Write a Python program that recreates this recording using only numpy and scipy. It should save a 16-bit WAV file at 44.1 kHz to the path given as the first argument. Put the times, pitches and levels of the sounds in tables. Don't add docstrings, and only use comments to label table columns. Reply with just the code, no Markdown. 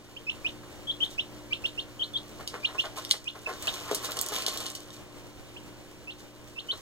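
import sys
import numpy as np
from scipy import signal
from scipy.fft import rfft, irfft
from scipy.io import wavfile
from scipy.ndimage import uniform_filter1d

SR = 44100
rng = np.random.default_rng(int(sys.argv[2]) if len(sys.argv) > 2 else 0)


def store_pcm(level_fs):
    pcm = np.round(np.clip(level_fs, -1, 1) * 32767).astype(np.int16)
    wavfile.write(sys.argv[1], SR, np.atleast_2d(pcm).T)


N = 300321
TIME, FREQ_HZ = np.arange(N) / SR, np.fft.rfftfreq(N, 1 / SR)


def chick():
    # start of the upsweep in seconds, hold before it in seconds, held pitch, scoop depth,
    # knee pitch and top pitch in Hz, rise time and end of the flick in seconds from that start,
    # level in dB, then held note, top and flick in dB relative to that level.
    peeps = [ (.169, 0.0078, 2500, 9, 2780, 3390, 0.0088, 0.017, -40, -4, -1, -17),
             (.298, 0.033, 2560, 0, 2735, 4300, 0.0099, .027, -26, -12, -26, -15),
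             (0.467, 0.023, 2550, 308, 2840, 4300, 0.017, 0.032, -27.5, -2.5, -31, -9),
             (.903, .034, 3450, 498, 3230, 4260, 0.018, 0.027, -25, -11, -15, -19),
             (1.033, .031, 3224, 897, 3100, 4300, .018, 0.036, -21, -8.5, -18, -13),
             (1.195, 0.017, 2700, 405, 2880, 4250, .016, 0.025, -24.5, -9, -17, -13),
             (1.531, 0.026, 2310, 5, 2740, 4500, .011, .031, -22.5, -23.5, -22, -16),
             (1.657, 0.019, 2760, 450, 2900, 4500, 0.012, .037, -24.5, -8, -16, -17),
             (1.791, 0.0171, 2790, 458, 2900, 4500, .015, .031, -28, -9, -12, -12),
             (2.022, .031, 3320, 558, 3016, 4350, 0.021, 0.032, -26.5, -9, -4, -13),
             (2.164, .030, 3600, 300, 3250, 4450, 0.013, 0.026, -24.5, -10, -11.5, -11),
             (2.651, 0.024, 2385, -9, 2785, 4250, .012, 0.028, -21, -23, -6, -11),
             (2.799, 0.019, 2753, 250, 2900, 4400, .013, .033, -20.5, -10.5, -15.5, -17),
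             (3.279, .027, 2460, 0, 2796, 4200, 0.013, .029, -24.5, -23, -11.5, -9.5),
             (3.468, 0.011, 2620, 6, 2590, 2650, 0.0056, 0.013, -29.5, -4.5, -11, -23),
             (3.679, 0.011, 2550, -2, 2840, 4000, 0.0095, 0.02, -25.5, -8, 2, -7),
             (5.569, 0.0081, 2540, 0, 2770, 3410, 0.0085, .019, -44, 1, -2, -5),
             (6.103, 0.033, 2630, 200, 2775, 4300, 0.01, .026, -40, -3, -2, -3.5),
             (6.588, .032, 2650, 7, 2710, 4400, .012, 0.024, -34, -15, -7, -5),
             (6.705, 0.021, 3100, 306, 3044, 4355, 0.015, 0.025, -27, -7.5, 1, -8)]
    # frequency in Hz, gain of throat and beak in dB.
    beak = [(1500, -12), (2200, 4), (4300, -4), (5700, 0.5), (6600, -29), (9000, -1)]
    # frequency in Hz, left minus right in dB.
    voice_side = [(2300, 4.5), (2650, -5), (2900, -5), (3080, 3.5), (3250, 4.5), (3450, -3.5), (4200, 1)]
    voice = np.zeros(N)
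    for row in peeps:
        add(voice, *peep(row))
    voice = tub(colour(voice, beak), wet_db=-10, first_echo_s=0.0025)
    lean = amp(read(voice_side, FREQ_HZ) / 2)
    return irfft(rfft(voice) * np.array([lean, 1 / lean]), N)


def peep(row, attack_s=0.0075, scoop_s=0.0049, break_s=0.0014, fall_s=0.01185, close_hz=2500):
    start, hold_s, held_hz, scoop_hz, knee_hz, top_hz, rise_s, end_s, db, held_db, top_db, flick_db = row
    t = np.arange(-hold_s, end_s, 1 / SR)
    held, rising, closing = np.clip([1 + t / hold_s, t / rise_s, 1 + (t - end_s) / fall_s], 0, 1)
    if knee_hz < held_hz:
        slide, sweep = np.sin(np.pi / 2 * held ** 1.64) ** 2, rising ** 1.62
    else:
        slide, sweep = held ** 4.8, rising ** 1.32
    hz = held_hz - scoop_hz * np.exp(-(t + hold_s) / scoop_s)
    hz += (knee_hz - held_hz) * slide + (top_hz - knee_hz) * sweep
    hz += (close_hz - top_hz) * closing ** 1.44
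    tremor = unit(uniform_filter1d(rng.standard_normal(SR), size=60))[:len(t)]
    hz = uniform_filter1d(hz, size=90) * (1 + 0.015 * tremor)
    phase = 2 * np.pi * np.cumsum(hz) / SR
    attack = np.clip((t + hold_s) / attack_s, 0, 1)
    release = np.exp(-np.maximum(t - rise_s, 0) / break_s)
    call = attack * amp(held_db * (1 - held ** 3.2) + top_db * rising ** 2) * release
    flick = amp(flick_db) * np.sin(np.pi * closing)
    overtone = amp(-21.5) * np.sqrt(call) * np.sin(2 * phase)
    tone = (call + flick) * np.sin(phase) + overtone
    return start - hold_s, np.sqrt(2) * amp(db) * tone * signal.windows.tukey(len(t), 0.09)


def ticks():
    # start in seconds, level in dB, treble tilt in dB per octave, spray decay time in seconds.
    impacts = [ (2.4763, -24, 0.5, 0.0019), (2.791, -27, -8, .0006), (2.8563, -25.5, -8, 0.00047),
               (3.05, -22.5, -2, 0.0005), (3.0935, -35, 2, .002), (3.1117, -9.5, -2, 0.0014),
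               (3.1208, -14, -1, 0.00068), (3.243, -31, -3, 0.0009), (3.625, -28.5, 8, 0.0012),
               (3.6722, -25, -2, 0.0016), (3.691, -30, -2, .001), (3.758, -35, 3, 0.0009),
               (3.792, -35, -2, 0.00091), (3.947, -21.5, 5, 0.0057), (4.029, -32, 16, 0.00089),
               (4.037, -34, 5, 0.0011), (4.11, -27, 9, .0005), (4.119, -24, 3, 0.0015),
               (4.169, -28, 1, 0.0045), (4.19, -20.5, 1.5, 0.0017), (4.2136, -12, 11.5, 0.00046),
               (4.263, -25.5, 7, .0018), (4.287, -23.5, 4, .0012), (4.322, -27.5, 1, 0.0011),
               (4.3383, -27, 5, 0.0005), (4.364, -20.5, 0, 0.00061), (4.4222, -24, -2.5, 0.001),
               (4.4643, -17.5, -1, 0.0021), (4.483, -23, -3, 0.0034), (4.5737, -26.5, 3, 0.0033),
               (4.605, -28, -1, 0.0017), (4.659, -27.5, -12, 0.002), (4.664, -26, -2.5, 0.0032),
               (4.7018, -27, 1, .0008), (4.718, -38, 9, .0008), (4.7512, -31, 1, 0.0054),
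               (4.9049, -32.5, -8, 0.00092), (4.937, -53, 10, .008)]
    out, t = np.zeros(N), np.arange(2048) / SR
    for start, db, tilt_db, scatter_s in impacts:
        force = rng.choice([-1., 1.], len(t)) * np.exp(-t / scatter_s)
        force[0] = 2.16
        add(out, start, amp(db) * signal.fftconvolve(force, click(tilt_db, spot_db=2)))
    return out


def click(tilt_db, spot_db, spot_range_hz=(3100, 9200), spot_width_hz=2100):
    # frequency in Hz, relative level of a grain's impact in dB.
    grain_spectrum = [(200, -34), (1200, -32), (2100, -4), (2550, -12), (3000, 4.5), (4000, 2.5),
                      (7000, -2), (8500, 0), (10000, -9), (13000, -8.5), (15200, -12.5), (15800, -15)]
    hz = abs(np.fft.fftfreq(2048, 1 / SR))
    spot_hz = rng.uniform(*spot_range_hz)
    db = read(grain_spectrum, hz) + tilt_db * np.log2(np.clip(hz, 3000, 13000) / 6000)
    db += spot_db / (1 + ((hz - spot_hz) / spot_width_hz) ** 2)
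    minimum_phase = np.exp(np.conj(signal.hilbert(np.log(amp(db)))))
    pulse = np.fft.ifft(minimum_phase).real
    return pulse / np.linalg.norm(pulse)


def scrapes(body_db=-3.5, swell_share=0.94):
    # time of the peak in seconds, level in dB, fade time in seconds.
    foot_strokes = [ (0.636, -45, 0.0059), (2.406, -42, 0.019), (2.551, -35, 0.022), (2.692, -40, 0.033),
                    (2.753, -38, 0.012), (2.848, -33, 0.017), (2.976, -37, 0.022), (3.142, -35, 0.012),
                    (3.358, -38.5, 0.013), (3.491, -32.5, 0.03), (3.677, -41, 0.015), (3.896, -36.5, 0.02),
                    (4.045, -32.5, 0.0066), (4.093, -38.5, 0.04), (4.175, -38, 0.012),
                    (4.328, -37.5, 0.029), (4.483, -37.5, 0.0061), (4.561, -42, 0.0046),
                    (4.613, -36, 0.011), (6.732, -44, 0.013)]
    # frequency in Hz, gain in dB.
    claws = [(300, -3), (600, -0.5), (1100, 1.5), (1700, -1), (3000, -2.5)]
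    power = (amp(body_db) * shuffle()) ** 2
    for peak_s, db, fade_s in foot_strokes:
        power += (amp(db) * stroke(peak_s, swell_share * fade_s, fade_s)) ** 2
    slips = colour(grains(per_s=5000, spread_db=3), claws)
    return np.sqrt(power) * unit(dish(slips))


def knocks():
    # start in seconds, peak level in dB, contact time in seconds.
    blows = [(2.535, -42, 0.00016), (2.542, -22.5, 0.000026), (2.749, -30, .0001), (3.9134, -16.5, 0.00034),
             (3.921, -28, 0.00017), (3.93, -23.5, 0.00032), (4.321, -28, 0.00032), (4.481, -23.5, 0.00016),
             (4.562, -34, .00015), (4.608, -32, .00015), (6.729, -37.5, .0002)]
    out, t = np.zeros(N), np.arange(SR // 5) / SR
    for start, db, contact_s in blows:
        knock = dish(t / contact_s * np.exp(-t / contact_s))
        add(out, start, amp(db) * knock / abs(knock).max())
    return out


def dish(force, lowest_hz=290):
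    # frequency in Hz, bandwidth in Hz, gain in dB.
    modes = [(424, 55, -3), (484, 130, 3), (636, 60, 4), (742, 73, 0), (870, 54, 0.5), (1064, 170, 4.5),
             (1250, 71, -1), (1396, 69, -7.5), (1700, 650, -10)]
    ringing = sum(amp(db) * signal.lfilter(*signal.iirpeak(hz, hz / width, SR), force)
                  for hz, width, db in modes)
    return signal.sosfilt(signal.butter(3, lowest_hz, "highpass", fs=SR, output="sos"), ringing)


def wings():
    # frequency in Hz, relative level of the rustle in dB.
    feathers = [(300, -5.5), (1200, -8), (2100, 0.5), (2900, 6), (3700, 5.5), (4500, 0.5), (6000, -0.5),
                (8200, -5), (9800, -10), (12500, -6), (15200, -7), (15800, -22)]
    effort = wing_effort()
    rustle = unit(colour(grains(per_s=9700, spread_db=3), feathers))
    crackle = tub(seeds() * effort, wet_db=-7)
    return amp(-4) * tub(rustle * effort, wet_db=-4) + amp(-6) * crackle


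def wing_effort():
    # time of the peak in seconds, level in dB.
    flicks = [(1.035, -43.5), (1.11, -46.5), (1.665, -50), (2.80, -42.5), (2.974, -37.5), (3.119, -30.5),
              (3.628, -46), (3.915, -35), (4.048, -32.5), (4.341, -31.5), (4.48, -35.5), (4.40, -37),
              (4.535, -38.5), (4.615, -37), (4.685, -46), (4.94, -48), (6.19, -53.5), (6.48, -56),
              (6.72, -56)]
    power = shuffle() ** 2
    for peak_s, db in flicks:
        power += (amp(db) * stroke(peak_s, swell_s=0.021, fade_s=0.031)) ** 2
    return np.sqrt(power) * amp(1.6 * drift(rate_hz=37))


def seeds(spots=8):
    out = np.zeros(N)
    for _ in range(spots):
        landings = grains(per_s=55, spread_db=2.2)
        out += signal.oaconvolve(landings, click(tilt_db=2.5, spot_db=6))[:N]
    return unit(out)


def shuffle():
    # time in seconds, level in dB.
    stirring = [(0, -59), (.9, -58.5), (2.3, -56.5), (2.78, -52), (3.3, -54), (3.6, -49), (3.65, -40),
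                (3.85, -43.5), (3.96, -42), (4.25, -44.5), (4.37, -39), (4.68, -46.5), (4.74, -51.5),
                (5.05, -59), (6.5, -61), (6.8, -52.5)]
    return amp(np.interp(TIME, *np.transpose(stirring)))


def stroke(peak_s, swell_s, fade_s):
    t = TIME - peak_s
    return np.clip(1 + t / swell_s, 0, 1) * np.exp(-np.clip(t / fade_s, 0, 30))


def grains(per_s, spread_db):
    size = amp(spread_db * np.minimum(rng.exponential(1, N), 4))
    return unit(size * rng.standard_normal(N) * (rng.random(N) < per_s / SR))


def tub(x, wet_db, first_echo_s=0.0026, shift_s=0.06, patterns=4):
    wet = np.zeros((2, N))
    for k in range(patterns):
        distance = abs((TIME / shift_s + k) % patterns - patterns / 2)
        share = np.cos(np.pi / 2 * np.minimum(distance, 1))
        wet += signal.oaconvolve((x * share)[None], echo(first_echo_s), axes=1)[:, :N]
    return x + amp(wet_db) * wet


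def echo(first_echo_s, per_s=3000):
    # frequency in Hz, time to decay by 60 dB in seconds.
    decay_times = [(300, 0.3), (1000, 0.11), (3000, 0.16), (7000, 0.2), (15000, 0.072)]
    t = np.arange(SR // 3) / SR
    signs = rng.choice([-1., 1.], (2, len(t)))
    reflections = signs * (rng.random((2, len(t))) < per_s / SR) * (t > first_echo_s)
    hz, frame_s, spectra = signal.stft(stereo_width(reflections), SR, nperseg=128)
    decay = amp(-60 * frame_s / read(decay_times, hz)[:, None])
    tail = signal.istft(spectra * decay, SR, nperseg=128)[1]
    return tail / np.linalg.norm(tail, axis=1, keepdims=True)


def room_noise():
    # frequency in Hz, relative level in dB.
    air_spectrum = [(20, -72.5), (100, -73.5), (200, -79), (380, -77), (520, -79), (720, -82.5),
                    (1050, -86), (1500, -87.5), (2000, -89), (2850, -88.5), (3500, -92), (5000, -95),
                    (8000, -96.5), (10000, -102.5), (15500, -103)]
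    # time in seconds, level in dB.
    air_level = [(.28, -52.5), (.36, -48), (5.9, -50), (6.1, -50.5), (6.8, -51.5)]
    air = unit(colour(stereo_width(rng.standard_normal((2, N))), air_spectrum))
    level_db = np.interp(TIME, *np.transpose(air_level))
    air *= amp(level_db + 1.3 * drift(rate_hz=10.9))
    return air + appliance() * amp(level_db - level_db.mean())


def appliance():
    # frequency in Hz, level in dB.
    partials = [(119.7, -59.5), (172.6, -70), (215.4, -64.5), (238.8, -71.5), (299.5, -56.5), (359.7, -60),
                (478.7, -70.5), (539.3, -65), (599.5, -66.5), (957.5, -71)]
    hum, wobble, swell = np.zeros(N), drift(rate_hz=2.8), drift(rate_hz=3.7)
    for hz, db in partials:
        phase = 2 * np.pi * (hz * (TIME + 0.00023 * wobble) + rng.random())
        hum += np.sqrt(2) * amp(db + 1.06 * swell) * np.sin(phase)
    return hum


def stereo_width(pair):
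    # frequency in Hz, left-right likeness (a correlation once clipped).
    likeness = [(30, -0.5), (70, -0.1), (130, -0.4), (280, 0.4), (1200, 0.97), (2000, 0.4), (2600, 0.99),
                (3200, 0.1), (3900, 1.6), (5300, 0.06), (10000, 0.46), (15000, 0.7)]
    correlation = np.clip(read(likeness, np.fft.rfftfreq(pair.shape[-1], 1 / SR)), -0.98, 0.98)
    a, b = rfft(pair)
    mid, side = np.sqrt((1 + correlation) / 2) * a, np.sqrt((1 - correlation) / 2) * b
    return irfft(np.array([mid + side, mid - side]), pair.shape[-1])


def drift(rate_hz, size=2 ** 19):
    spectrum = rfft(rng.standard_normal(size))
    return unit(irfft(spectrum * (np.fft.rfftfreq(size, 1 / SR) < rate_hz))[:N])


def colour(x, points):
    hz = np.fft.rfftfreq(x.shape[-1], 1 / SR)
    return irfft(rfft(x) * amp(read(points, hz)), x.shape[-1])


def read(points, hz):
    point_hz, value = np.transpose(points)
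    return np.interp(np.log(hz + 1), np.log(point_hz + 1), value)


def amp(db):
    return 10 ** (np.asarray(db) / 20)


def unit(x):
    return x / np.sqrt(np.mean(x ** 2) + 1e-20)


def add(mix, start_s, sound):
    part = mix[max(round(start_s * SR), 0):][:len(sound)]
    part += sound[:len(part)]


def scene():
    impacts = ticks()
    return (chick() + tub(impacts, wet_db=-4.5) + amp(-0.5) * tub(scrapes(), wet_db=-5.5)
            + tub(knocks(), wet_db=-10.5) + wings() + room_noise())


def gain_control(x, threshold_db=-22, share=0.77, recovery_db_per_s=22):
    power = signal.lfilter(np.ones(200) / 200, 1, (x ** 2).mean(0))
    power_db = 10 * np.log10(abs(power) + 1e-12)
    recovery_db = TIME * recovery_db_per_s
    held_db = np.maximum.accumulate(power_db + recovery_db) - recovery_db
    excess_db = np.maximum(held_db - threshold_db, 0)
    return x / amp(share * signal.lfilter([0.004], [1, -0.996], excess_db))


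def record(dry, cutoff_hz=15900):
    # frequency in Hz, phase lead of the left channel in radians.
    phase_lead = [(100, 0.5), (1400, 0.33), (2000, -2.02), (2550, -2.5), (3080, -5), (3280, -2.5),
                  (3450, -1.2), (3700, -1.6), (4300, -1), (4950, -2.5), (5700, -2), (6200, -6.3),
                  (7200, -7.5), (8200, -8.5), (9300, -12), (10300, -11), (11300, -7), (11900, -13),
                  (12700, -10), (13800, -14), (15100, -17.5)]
    # frequency in Hz, left minus right in dB.
    balance = [(40, -1.5), (130, -4), (300, 2.5), (600, 2), (1200, .5), (2300, 0), (2650, 0), (2900, -2.5),
               (3250, 2.5), (3550, -1.5), (4200, 0.5), (5500, 0.5), (7000, -2.5), (8200, -5), (9500, -2),
               (11500, -1.5), (13000, -7.5), (15000, -2)]
    turn, lean = np.exp(0.5j * read(phase_lead, FREQ_HZ)), amp(read(balance, FREQ_HZ))
    response = np.array([lean * turn, 1 / turn]) * np.sqrt(2 / (1 + lean ** 2))
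    pair = irfft(rfft(dry) * response, N)
    lowpass = signal.firwin(401, cutoff_hz, window=("kaiser", 9), fs=SR)
    return signal.oaconvolve(gain_control(pair), lowpass[None], "same")


dry = scene()
out = record(dry)
store_pcm(out)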